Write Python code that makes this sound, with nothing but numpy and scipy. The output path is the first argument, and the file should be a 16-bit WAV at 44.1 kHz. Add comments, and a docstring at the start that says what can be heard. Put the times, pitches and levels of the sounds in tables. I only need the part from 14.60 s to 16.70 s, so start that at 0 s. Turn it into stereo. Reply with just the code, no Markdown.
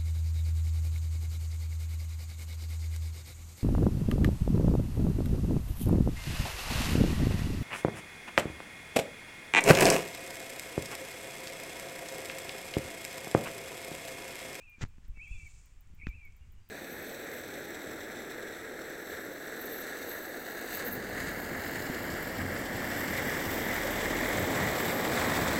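"""A forest swamp at dusk. A bird to the right whistles three wavering calls that echo in the trees,
and others answer faintly. Bats hunt overhead, their sonar folding down into the top of our hearing
range as tiny rising chirps. A hand-held camera follows them: the hand rumbles, fingers scrape and
bump the case, and something soft slides past the right microphone. A faint hiss lies under it all."""
import sys
import numpy as np
from scipy import signal
from scipy.fft import rfft, irfft, next_fast_len
from scipy.io import wavfile
from scipy.ndimage import uniform_filter1d, map_coordinates

SR = 44100
rng = np.random.default_rng(int(sys.argv[2]) if len(sys.argv) > 2 else 0)


def digitize_waveform(pressure):
    """Quantize a signal to 16-bit integers and store it at the path in sys.argv[1].

    Rows of a 2-D input are taken as channels; values are limited to [-1, 1].
    """
    field = np.atleast_2d(pressure).T
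    bounded = np.clip(field, -1, 1)
    quanta = np.round(bounded * 32767).astype(np.int16)
    wavfile.write(sys.argv[1], SR, quanta)


N = 92610
T = np.arange(N) / SR

# A "colour" says how strong the low and high parts of a sound are, compared with each other.
# "Pan" is left level minus right level. "T60" is the time a sound takes to fade by 60 dB.
# colour of the hiss on each side: f/Hz, level/dB
LEFT_HISS = [(100, 8), (300, 3), (550, -7.5), (1000, 0.5), (1500, -2), (2500, -2), (4000, -9.5),
             (7500, -14), (10500, -18.5), (15500, -18.5)]
RIGHT_HISS = [(100, 0), (300, 2.5), (700, 1), (1500, 2), (2500, 4.5), (4000, -7), (5500, -4), (7500, -1.5),
              (10500, -14.5), (15500, -15.5)]
HAND_LEVEL = [(0, -57.5), (.2, -63.5), (.3, -49), (.6, -50), (.8, -48.5), (1, -55.5), (1.35, -52),
              (1.55, -51), (1.75, -56), (2.1, -54)]  # rise and fall of the hand's rumble: t/s, level/dB
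HAND_COLOUR = [(15, 3.5), (30, 2), (60, -2.5), (110, -10), (170, -20), (300, -29.5), (520, -37.5),
               (1500, -67)]  # the deep rumble: f/Hz, level/dB
FINGER_SCRAPES = [
    [(0, -69.5), (.03, -69), (.06, -91)],
    [(.175, -71), (.207, -51.5), (.214, -38), (.232, -34), (.242, -56), (.262, -56), (.275, -70)],
    [(.43, -76), (.452, -60.5), (.48, -82)],
    [(1.469, -60), (1.474, -54), (1.486, -51.5), (1.495, -64.5), (1.54, -77)],
]  # one table per scrape: t/s, level/dB
SCRAPE_COLOUR = [(60, -17.5), (150, -2.5), (357, -14), (578, -13), (1100, -12.5), (1540, -11.5),
                 (2550, -17.5), (3270, -16), (4290, -21), (7200, -19), (8200, -31.5), (10000, -44.5),
                 (15000, -48)]  # skin rubbing the case: f/Hz, level/dB
CASE_MUFFLING = [(60, 1), (150, -1.5), (380, -0.5), (700, -9.5), (1300, -13), (2400, -19), (4400, -26),
                 (8000, -25), (15000, -13)]  # handling on the right compared with the left: f/Hz, level/dB
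CASE_LAG = [(40, .0008), (250, 0.00081), (700, 0.00067), (1500, 0.0005)]  # how much later it reaches the right: f/Hz, delay/s

# near bird, one table per call, swinging up and then sagging:
# t/s, f/Hz, level/dB, side tone compared with the whistle/dB
BIRD_CALLS = [
    [(0, 2405, -50.5, -20), (.02, 2440, -49.5, -14), (.046, 2730, -53.5, -36), (.073, 2440, -53, -13),
     (.115, 2415, -47, -19), (.155, 2385, -51, -17), (.174, 2280, -60, -21), (.185, 2260, -75, -24)],
    [(.54, 2300, -74, 1), (.575, 2290, -55, 2.5), (.596, 2225, -42.5, -27), (.617, 2480, -37.5, -48),
     (.638, 2690, -45, -48), (.677, 2280, -45, -9), (.696, 2370, -48, -31), (.718, 2680, -45, -28),
     (.758, 2380, -44.5, -15), (.797, 2340, -53.5, -1), (.828, 2280, -46, -9), (.845, 2345, -54, -1.5),
     (.869, 2285, -44.5, -24), (.882, 2140, -52, -13), (.89, 2120, -88, -22)],
    [(1.372, 2380, -73, -10), (1.398, 2330, -55.5, -10), (1.414, 2290, -50, -7), (1.429, 2180, -42, -22),
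     (1.443, 2450, -44, -11), (1.462, 2640, -49.5, -43), (1.498, 2340, -47.5, -9),
     (1.519, 2305, -46.5, -32), (1.555, 2680, -51.5, -32), (1.582, 2430, -53, -18),
     (1.61, 2400, -51.5, -10), (1.645, 2280, -47.5, -29), (1.678, 2195, -47, -29), (1.695, 2180, -68, -27)],
]
HOARSE_STARTS = [(0.542, 0.042), (1.374, .045)]  # roughness before the whistle steadies: t/s, length/s
FOREST_FADE = [(500, 0.55), (2500, 0.86), (8000, 0.34), (15000, 0.05)]  # how long the forest echoes: f/Hz, T60/s
BAT_CALLS = [(0.096, -51.5, 24, 0.0051), (.2828, -62, 16, .005), (.4802, -58.5, 18, .006),
             (.681, -62, 7, .001), (0.872, -59, 11, .002), (1.0574, -59, 5, .002),
             (1.2073, -55.5, -1.5, 0.0017), (1.3484, -61, 1, 0.0022), (1.4908, -54.5, 5, 0.0015),
             (1.651, -56, 3, .0018), (1.7652, -59.5, 1, 0.0009), (1.9206, -55, -7, .0025),
             (2.0888, -48.5, -2, 0.0012)]  # sonar chirps: t/s, level/dB, pan/dB, ground echo delay/s

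# fingers bumping the case: t/s, thud level/dB, thud f/Hz, knock level/dB, pat level/dB
FINGER_BUMPS = [(.183, -71, 91, -41.5, -49), (.212, -35, 57.6, -32.5, -27.5),
                (0.2286, -26, 108.4, -35.5, -33.5), (0.2383, -26, 41.5, -26.5, -20),
                (.2503, -29, 39.6, -47, -29), (.383, -68, 70.6, -38.5, -44.5), (0.483, -33, 31, -43, -51),
                (0.495, -25.5, 34.9, -50, -75), (.574, -33.5, 26, -45, -40), (0.71, -26, 37.7, -56, -70),
                (1.12, -42, 45, -56, -75), (1.271, -53, 89, -54, -70), (1.301, -65, 88, -45, -72),
                (1.337, -79, 82.5, -42, -59), (1.434, -40.5, 67, -40, -51), (1.4695, -36.5, 43.7, -18, -50),
                (1.486, -25, 50, -37.5, -53), (1.579, -44.5, 74, -64, -80), (1.809, -39.5, 61, -57, -74)]
PAT_COLOUR = [(100, 4), (400, -5), (1000, -7), (2200, -10.5), (3500, -30.5), (8000, -33), (15000, -57)]  # a soft fingertip touch: f/Hz, level/dB
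CASE_CLICKS = [(0.433, -55), (1.4691, -23)]  # the case snaps: t/s, level/dB
CLICK_COLOUR = [(200, -26), (700, -19), (1200, 1.5), (1900, 8), (3000, -5), (5500, -18.5), (7500, -49),
                (15000, -32)]  # one snap: f/Hz, level/dB
SLIDE_LEVEL = [(.52, -87), (.62, -69.5), (.72, -63), (.83, -59.5), (.99, -61.5), (1.1, -69), (1.22, -80)]  # swell of the soft slide: t/s, level/dB
SLIDE_HISS = [(1500, -18), (3500, -11.5), (5500, -7.5), (7200, 1), (8300, -5.5), (9500, -12),
              (10500, -28.5), (15000, -24)]  # its colour: f/Hz, level/dB
SLIDE_TICKS = [(1.273, -60.5), (1.723, -59.5)]  # faint dry ticks where it catches: t/s, level/dB
FAR_CALLS = [
    [(.61, 3020, -78), (.655, 3190, -68.5), (.735, 3480, -72), (.77, 3460, -66), (.79, 3130, -78)],
    [(1.8, 2870, -87), (1.82, 2800, -71), (1.87, 2884, -93), (1.99, 2880, -74), (2.01, 2770, -88)],
    [(2.0, 4700, -82), (2.045, 4820, -79), (2.1, 4730, -81)],
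]  # far birds, one table per whistle: t/s, f/Hz, level/dB


def amp(db):
    """Turn decibels into a number to multiply by."""
    return 10 ** (np.asarray(db) / 20)


def unit(x):
    """Scale a sound to an average strength (rms) of 1."""
    return x / np.sqrt(np.mean(x ** 2) + 1e-20)


def along(points, hz):
    """Read a table between its frequencies, on a scale of octaves."""
    freqs, values = np.transpose(points)
    return np.interp(np.log(hz + 1), np.log(freqs + 1), values)


def curves(rows):
    """Join a table's rows with straight lines: one curve for each column after the time."""
    times, *columns = np.transpose(rows)
    return [np.interp(T, times, column) for column in columns]


def during(rows):
    """True from the first row's time to the last."""
    return (T >= rows[0][0]) & (T <= rows[-1][0])


def wobble(rate):
    """A smooth curve through `rate` random values a second."""
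    return map_coordinates(rng.standard_normal(N // 8), [T * rate], mode="wrap")


def fade(t, t60):
    """Die away by 60 dB every t60 seconds."""
    return np.exp(-np.log(1000) * t / t60)


def filtered(x, response):
    """Multiply each frequency in a sound by response(hz)."""
    size = next_fast_len(N + SR // 2)
    hz = np.fft.rfftfreq(size, 1 / SR)
    return irfft(rfft(x, size) * response(hz), size)[..., :N]


def noise(colour):
    """Noise of strength 1 with this colour."""
    return unit(filtered(rng.standard_normal(N), lambda hz: amp(along(colour, hz))))


def pan(pan_db):
    """Left and right gains: the side facing away is quieter."""
    return amp(np.minimum(0, np.vstack([pan_db, -pan_db])))


def add(track, start, sound):
    """Mix a sound in at `start` seconds."""
    part = track[..., max(0, round(start * SR)):][..., :sound.shape[-1]]
    part += sound[..., :part.shape[-1]]


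def impulse(colour, size):
    """A click of peak 1 with this colour."""
    hz = np.fft.rfftfreq(size, 1 / SR)
    cepstrum = irfft(np.log(amp(along(colour, hz))))
    # folding the second half onto the first packs the energy at the click's start
    cepstrum[1:size // 2] *= 2
    cepstrum[size // 2:] = 0
    click = irfft(np.exp(rfft(cepstrum)))
    return click / np.abs(click).max()


def echoes(x, t60s):
    """A stereo blur of echoes in which each frequency fades at its own speed."""
    hz, t, spectrum = signal.stft(rng.standard_normal((2, SR)), SR, nperseg=256)
    _, tail = signal.istft(spectrum * fade(t, along(t60s, hz)[:, None]), SR, nperseg=256)
    tail /= np.linalg.norm(tail[0])
    return signal.fftconvolve(np.atleast_2d(x), tail, axes=1)[:, :N]


def air():
    """Still air and the microphones hiss faintly, each side on its own."""
    return np.array([amp(-70) * noise(LEFT_HISS), amp(-68.5) * noise(RIGHT_HISS)])


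def hand_rumble(swing_db=4):
    """The hand holding the camera is never quite still, so it rumbles."""
    db, = curves(HAND_LEVEL)
    return amp(db + swing_db * wobble(24.76)) * noise(HAND_COLOUR)


def finger_scrapes(grain_db=2):
    """Skin catches and slips on the case in grainy bursts."""
    level = sum(during(rows) * amp(curves(rows)[0]) for rows in FINGER_SCRAPES)
    return level * unit(noise(SCRAPE_COLOUR) * amp(grain_db * wobble(900)))


def through_case(left):
    """Handling sounds reach the right microphone later and duller than the left."""
    def response(hz):
        delay = np.exp(-2j * np.pi * hz * along(CASE_LAG, hz))
        return amp(along(CASE_MUFFLING, hz)) * delay
    return np.array([left, filtered(left, response)])


def whistle(hz, jitter_hz=12.9, shimmer_db=1.36):
    """A bird's pure tone, a little unsteady in pitch and loudness."""
    phase = 2 * np.pi * np.cumsum(hz + jitter_hz * wobble(200)) / SR
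    return unit(np.sin(phase) * amp(shimmer_db * wobble(120)))


def near_bird(rasp_db=-17, hoarse_db=-1, buzz_hz=265, side_offset_hz=331.6, left_lag_s=0.0002):
    """Three whistles with a side tone just above; two start hoarse, and all echo in the trees."""
    starts = sum(1. * (T > start) * (T < start + length) for start, length in HOARSE_STARTS)
    hoarse = amp(hoarse_db) * uniform_filter1d(starts, size=300)
    voice = np.zeros(N)
    for call in BIRD_CALLS:
        hz, db, side_db = curves(call)
        tone = whistle(hz)
        tone *= 1 + amp(rasp_db) * wobble(700) + hoarse * wobble(2 * buzz_hz)
        side_tone = amp(side_db) * whistle(hz + side_offset_hz + 40 * wobble(170))
        voice += during(call) * amp(db) * (tone + side_tone)
    left = filtered(voice, lambda hz: np.exp(-2j * np.pi * hz * left_lag_s))
    return pan(-13) * np.array([left, voice]) + pan(-13.5) * tree_echoes(voice)


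def tree_echoes(voice, near_t60=0.2, tree_line_s=.095):
    """Far and near trees scatter a call, and the tree line sends back one clear echo."""
    trees = amp(-18.5) * echoes(voice, FOREST_FADE)
    trees += amp(-15.5) * echoes(voice, [(2500, near_t60)])
    add(trees, tree_line_s, amp(-24) * voice)
    return trees


def bats(start_hz=7770, rise_hz=8070, rise_s=0.00093, peak_s=0.0016, width_s=0.00071, scatter_t60=.07):
    """Each sonar call is a tiny rising chirp that bounces off the ground and scatters briefly."""
    t = np.arange(SR // 200) / SR
    hz = start_hz + rise_hz * (1 - np.exp(-t / rise_s))
    swell = np.exp(-.5 * ((t - peak_s) / width_s) ** 2)
    chirp = swell * np.sin(2 * np.pi * np.cumsum(hz) / SR)
    calls = np.zeros((2, N))
    for start, db, pan_db, ground_delay in BAT_CALLS:
        call = amp(db) * pan(pan_db) * chirp
        add(calls, start, call)
        add(calls, start + ground_delay, amp(-12) * call)
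    return calls + amp(-2) * echoes(calls, [(15000, scatter_t60)])


def finger_bumps(thud_t60=0.088, thud_attack_s=0.0016, knock_hz=193, knock_t60=0.012):
    """Each bump rocks the camera with a thud, knocks its case and pats it softly."""
    pat = impulse(PAT_COLOUR, size=8192)
    t = np.arange(len(pat)) / SR
    knock = np.sin(2 * np.pi * knock_hz * t) * fade(t, knock_t60)
    thud_shape = (1 - np.exp(-t / thud_attack_s)) * fade(t, thud_t60)
    bumps = np.zeros(N)
    for start, thud_db, thud_hz, knock_db, pat_db in FINGER_BUMPS:
        thud = np.sin(2 * np.pi * thud_hz * t) * thud_shape
        add(bumps, start, -(amp(thud_db) * thud + amp(knock_db) * knock + amp(pat_db) * pat))
    return bumps


def case_clicks():
    """The case snaps twice, first faintly, then sharply."""
    click = impulse(CLICK_COLOUR, size=8192)
    clicks = np.zeros(N)
    for start, db in CASE_CLICKS:
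        add(clicks, start, -amp(db) * click)
    return clicks


def soft_slide(flutter_db=1.0, tick_t60=0.011):
    """Something soft, perhaps a sleeve, hisses past the right microphone, then catches twice."""
    db, = curves(SLIDE_LEVEL)
    level = during(SLIDE_LEVEL) * amp(db + flutter_db * wobble(61.9))
    for start, tick_db in SLIDE_TICKS:
        add(level, start, amp(tick_db) * fade(T, tick_t60))
    return pan(-35) * level * noise(SLIDE_HISS)


def far_birds(forest_t60=0.51):
    """Thin whistles from deeper in the wood, blurred by the trees."""
    voice = np.zeros(N)
    for call in FAR_CALLS:
        hz, db = curves(call)
        voice += during(call) * amp(db) * whistle(hz)
    trees = echoes(voice, [(3000, forest_t60)])
    return pan(-15) * (amp(1) * voice + amp(-3) * trees)


def scene():
    """Air, handling and animals together."""
    handling = hand_rumble() + finger_scrapes() + finger_bumps() + case_clicks()
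    return air() + through_case(handling) + near_bird() + bats() + soft_slide() + far_birds()


def record(dry):
    """The camera keeps nothing above 15900 Hz."""
    return filtered(dry, lambda hz: hz < 15900)


dry = scene()
out = record(dry)
digitize_waveform(out)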